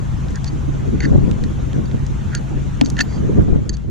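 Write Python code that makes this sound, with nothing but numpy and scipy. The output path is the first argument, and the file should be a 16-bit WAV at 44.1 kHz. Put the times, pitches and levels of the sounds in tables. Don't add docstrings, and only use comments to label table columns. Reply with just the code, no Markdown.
import sys
import numpy as np
from scipy import signal
from scipy.io import wavfile
from scipy.ndimage import uniform_filter1d

SR = 44100
rng = np.random.default_rng(int(sys.argv[2]) if len(sys.argv) > 2 else 0)


def digitize_waveform(pressure):
    field = np.atleast_2d(pressure).T
    bounded = np.clip(field, -1, 1)
    quanta = np.round(bounded * 32767).astype(np.int16)
    wavfile.write(sys.argv[1], SR, quanta)


N = 171990
EDGE_HZ = 14600


def gain_of(db):
    return 10 ** (np.asarray(db) / 20)


def evened(x):
    return x / np.sqrt(np.mean(x ** 2) + 1e-20)


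def peaked(x):
    return x / abs(x).max()


def read(points, hz):
    f, value = np.transpose(points)
    return np.interp(np.log(hz + 1), np.log(f + 1), value)


def add(mix, start_s, sound):
    part = mix[..., round(start_s * SR):][..., :sound.shape[-1]]
    part += sound[..., :part.shape[-1]]


def drift(rate_hz, t):
    wander = 0
    for f in np.geomspace(rate_hz / 20, rate_hz, 24):
        wander = wander + np.sin(2 * np.pi * (f * t + rng.random())) / np.sqrt(f)
    return evened(wander)


def noise(spectrum, same, size, patch_db):
    hop = size // 4
    hz = np.fft.rfftfreq(size, 1 / SR)
    a, b, c, d, patches = rng.standard_normal((N // hop + 5, len(hz), 5)).T
    patches = uniform_filter1d(patches, size=6, axis=0)
    patches = evened(uniform_filter1d(patches, size=5, axis=1))
    same = np.clip(same * np.ones(len(hz)), -1, 1)[:, None]
    left = a + 1j * b
    right = same * left + np.sqrt(1 - same ** 2) * (c + 1j * d)
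    shape = gain_of(read(spectrum, hz)[:, None] + patch_db * patches)
    frames = np.array([left, right]) * shape
    return evened(signal.istft(frames, nperseg=size, noverlap=size - hop)[1][:, :N])


def engine(t):
    shaft_hz, waver, level_waver_db = 27.3, .005, .8
    # (multiple of the shaft speed, level within the background [dB])
    orders = [(2, 23), (5, 27.5), (7, 15), (8, 13)]
    turns = np.cumsum(shaft_hz * (1 + waver * drift(6.8, t))) / SR
    hum = 0
    for multiple, db in orders:
        level = gain_of(db + level_waver_db * drift(16.0, t))
        hum = hum + level * np.sin(2 * np.pi * (multiple * turns + rng.random()))
    return hum


def hiss():
    # (frequency [Hz], relative level [dB])
    colour = [(290, -29), (500, -6), (866, -1.5), (1400, -5.5), (1910, -10.5), (3540, -16), (4830, -23),
              (6590, -16), (7500, -21.5), (8200, -27.5), (12600, -35), (14500, -92)]
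    # (frequency [Hz], left-right likeness [-1 to 1])
    likeness = [(60, 0.04), (240, 1), (930, -0.32), (3650, 0.71), (14300, -0.44)]
    same = read(likeness, np.fft.rfftfreq(1024, 1 / SR))
    return gain_of(11) * noise(colour, same, size=1024, patch_db=2.5)


def background(t):
    # (time [s], gain [dB])
    fader = [(0, -51.5), (3.35, -52), (3.6, -56), (3.9, -62)]
    return gain_of(np.interp(t, *np.transpose(fader))) * (engine(t) + hiss())


def gusts(t):
    lump_db, same = 2., -0.41
    # (time [s], level before the lumps [dB])
    breeze = [(0, -29), (1, -25.5), (3.6, -24), (3.9, -31)]
    # (centre [s], width [s], left level before the lumps [dB], right level before the lumps [dB])
    swells = [(0.69, 0.023, -48, -16.5), (.845, 0.29, -37, -28.5), (1.17, 0.41, -14.5, -19),
              (1.311, 0.049, -17.5, -21), (1.779, 0.065, -14.5, -13), (1.949, 0.015, -18, -8),
              (2.396, 0.031, -17, -15.5), (2.572, 0.04, -19.5, -26), (3.176, 0.025, -29, -16),
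              (3.29, 0.12, -22, -17.5), (3.384, 0.1, -10, -7.5), (3.534, 0.1, -8.5, -13)]
    # (frequency [Hz], relative level [dB])
    colour = [(15, -10.5), (60, 2), (230, -1.5), (420, -12), (850, -33), (2000, -44), (4000, -104)]
    level = gain_of(np.interp(t, *np.transpose(breeze))) * np.ones((2, 1))
    for centre_s, width_s, *db in swells:
        level = level + gain_of(db)[:, None] * np.exp(-(2 * (t - centre_s) / width_s) ** 2)
    lumps = lump_db * np.array([drift(60., t), drift(60., t)])
    return level * gain_of(lumps) * noise(colour, same, size=512, patch_db=4.0)


def rumble(t):
    level_db, waver_db, pan_db = -23.5, 1.5, 4.5
    # (frequency [Hz], relative level [dB])
    colour = [(15, 4), (55, 16.5), (100, 12.5), (200, 4.5), (800, -59)]
    pan = gain_of([[pan_db / 2], [-pan_db / 2]])
    panned = noise(colour, 0.3, size=4096, patch_db=-0.5) * pan
    return gain_of(level_db + waver_db * drift(3.6, t)) * panned


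def ring(modes, extra_db=0, tune=1, held=1, phase=0):
    hz, db, t60 = np.transpose(modes)[:, :, None]
    t = np.arange(SR // 8) / SR
    flip = np.pi * np.arange(len(modes))[:, None]
    level = gain_of(db + extra_db - 60 * t / (t60 * held))
    return (level * np.sin(2 * np.pi * hz * tune * t + phase + flip)).sum(0)


def ports(shared, apart):
    pan_db, apart_db = -2, -8.5
    pan = gain_of([[pan_db / 2], [-pan_db / 2]])
    return pan * (shared + gain_of(apart_db) * np.array([apart, -apart]))


def blade(drive, centre_hz, detune):
    spread_db, fall_db = 2., -11.
    held = .75
    # (frequency before detuning [Hz], relative level [dB], free t60 [s])
    modes = [(1080, -17, .015), (1400, -7, .035), (1600, -2, .03), (1780, 0, .03), (1990, -3, .022),
             (2650, -15, .018), (4300, -9, .03), (4590, -3, .035), (6050, -7, .022), (6430, -2, .028),
             (6900, -6, .02)]
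    favour_db = fall_db * abs(np.log2(np.transpose(modes)[0] / centre_hz))[:, None]
    spread_one, spread_other, shift = rng.standard_normal((3, len(modes), 1))
    tune = 1 + detune * shift
    shared = ring(modes, favour_db + spread_db * spread_one, tune, held, 0)
    apart = ring(modes, favour_db + spread_db * spread_other, tune, held, np.pi / 2)
    return ports(signal.fftconvolve(drive, shared), signal.fftconvolve(drive, apart))


def crack(grit, centre_hz):
    octaves = .9
    edges = centre_hz * 2 ** (octaves * np.array([-.5, .5]))
    b, a = signal.butter(1, np.minimum(edges, EDGE_HZ), "band", fs=SR)
    return ports(*signal.lfilter(b, a, grit))


def tick(crack_db, ring_db, centre_hz):
    rise_s, decay_s, snap = .0004, .0016, 4
    t = np.arange(800) / SR
    grit = rng.standard_normal((2, len(t))) * np.minimum(t / rise_s, 1) * np.exp(-t / decay_s)
    grit[0, round(rise_s * SR)] = snap
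    sound = gain_of(ring_db) * peaked(blade(grit[0], centre_hz, detune=.015))
    add(sound, 0, gain_of(crack_db) * peaked(crack(grit, centre_hz)))
    return sound


def scrape(length_s, level_db, centre_hz):
    slips_per_s, rasp_db = 3500, -7
    t = np.arange(0, length_s, 1 / SR)
    chance, push, size = rng.random((len(t), 3)).T
    slips = (chance < slips_per_s / SR) * (push - .5) * gain_of(-3. * np.log(size + .05))
    slips = slips * np.sin(np.pi * (t / length_s) ** 1.5)
    sound = peaked(blade(slips, centre_hz, detune=.0075))
    add(sound, 0, gain_of(rasp_db) * peaked(crack([slips, slips[::-1]], centre_hz)))
    stroke_rms = np.sqrt((sound ** 2).sum() / 2 / len(t))
    return gain_of(level_db) * sound / stroke_rms


def contacts():
    dull_hz, top_db = 7500, -25
    # (start [s], crack peak [dB], ring peak [dB], centre of the contact [Hz])
    ticks = [(0.2844, -27.5, -53, 3700), (0.3065, -20, -50, 12000), (0.357, -18.5, -26.5, 5500),
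             (0.444, -15, -47, 5330), (0.4743, -33, -36, 4200), (1.0037, -32, -13, 2700),
             (1.0302, -48, -24.5, 2380), (1.3126, -19.5, -48, 3200), (1.4378, -19.5, -28, 3180),
             (1.731, -23, -37, 2960), (1.856, -35, -34, 6000), (1.9137, -29.5, -38, 3500),
             (2.0653, -20, -40, 6040), (2.3499, -7, -17, 5900), (2.812, -1, -23, 2260),
             (2.8474, -30, -22.5, 7200), (2.86, -12, -42, 4900), (2.887, -26, -43, 12500),
             (2.901, -8, -25, 8800), (2.9676, -20, -21.5, 2460), (2.9902, -10, -11, 2870),
             (3.0088, -5, -20, 5900), (3.693, -11.5, -11, 4940), (3.769, -25.5, -42, 5500)]
    # (start [s], length [s], level before the dulling [dB], centre of the contact [Hz])
    scrapes = [(0.328, 0.055, -42, 1600), (0.445, 0.05, -39, 4140), (1.009, 0.045, -31.5, 2270),
               (1.041, 0.02, -28, 2180), (2.304, 0.068, -34.5, 1340), (2.349, 0.039, -42.5, 3530),
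               (2.854, 0.025, -41.5, 6000), (2.966, 0.038, -31, 2200), (2.998, 0.016, -14.5, 2320),
               (3.006, 0.02, -29.5, 4970), (3.037, 0.17, -49.5, 5070), (3.72, 0.033, -41.5, 5100)]
    out = np.zeros((2, N))
    for start_s, *settings in ticks:
        add(out, start_s, tick(*settings))
    for start_s, *settings in scrapes:
        add(out, start_s, scrape(*settings))
    dull = signal.sosfilt(signal.butter(6, dull_hz, fs=SR, output="sos"), out)
    return dull + gain_of(top_db) * (out - dull)


def deck_thumps():
    # (start [s], gain [dB])
    blows = [(2.813, 0.5), (2.993, -12), (3.011, -13)]
    # (frequency [Hz], relative level [dB], t60 [s])
    modes = [(244, -0.5, 0.14), (293.2, -4, 0.16), (774, 3.5, 0.0078)]
    out = np.zeros((2, N))
    for start_s, db in blows:
        add(out, start_s, gain_of(db) * ring(modes) * [[1], [-0.51]])
    return out


def freed_blade():
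    start_s, level_db, rise_s = 3.0125, -12, .0016
    # (frequency [Hz], relative level [dB], t60 [s])
    modes = [(4570, 0, .026), (12960, -34, .12)]
    free = ring(modes) * np.minimum(np.arange(SR // 8) / (rise_s * SR), 1)
    out = np.zeros((2, N))
    add(out, start_s, gain_of(level_db) * np.array([free, free]))
    return out


def scene():
    t = np.arange(N) / SR
    wind = gusts(t) + rumble(t)
    tool = contacts() + deck_thumps() + freed_blade()
    return background(t) + wind + tool


def record(dry):
    ceiling = .96
    soft = dry / (1 + (abs(dry) / ceiling) ** 4) ** .25
    low_pass = signal.firwin(511, EDGE_HZ, window=("kaiser", 9), fs=SR)
    return signal.oaconvolve(soft, low_pass[None], "same")


dry = scene()
out = record(dry)
digitize_waveform(out)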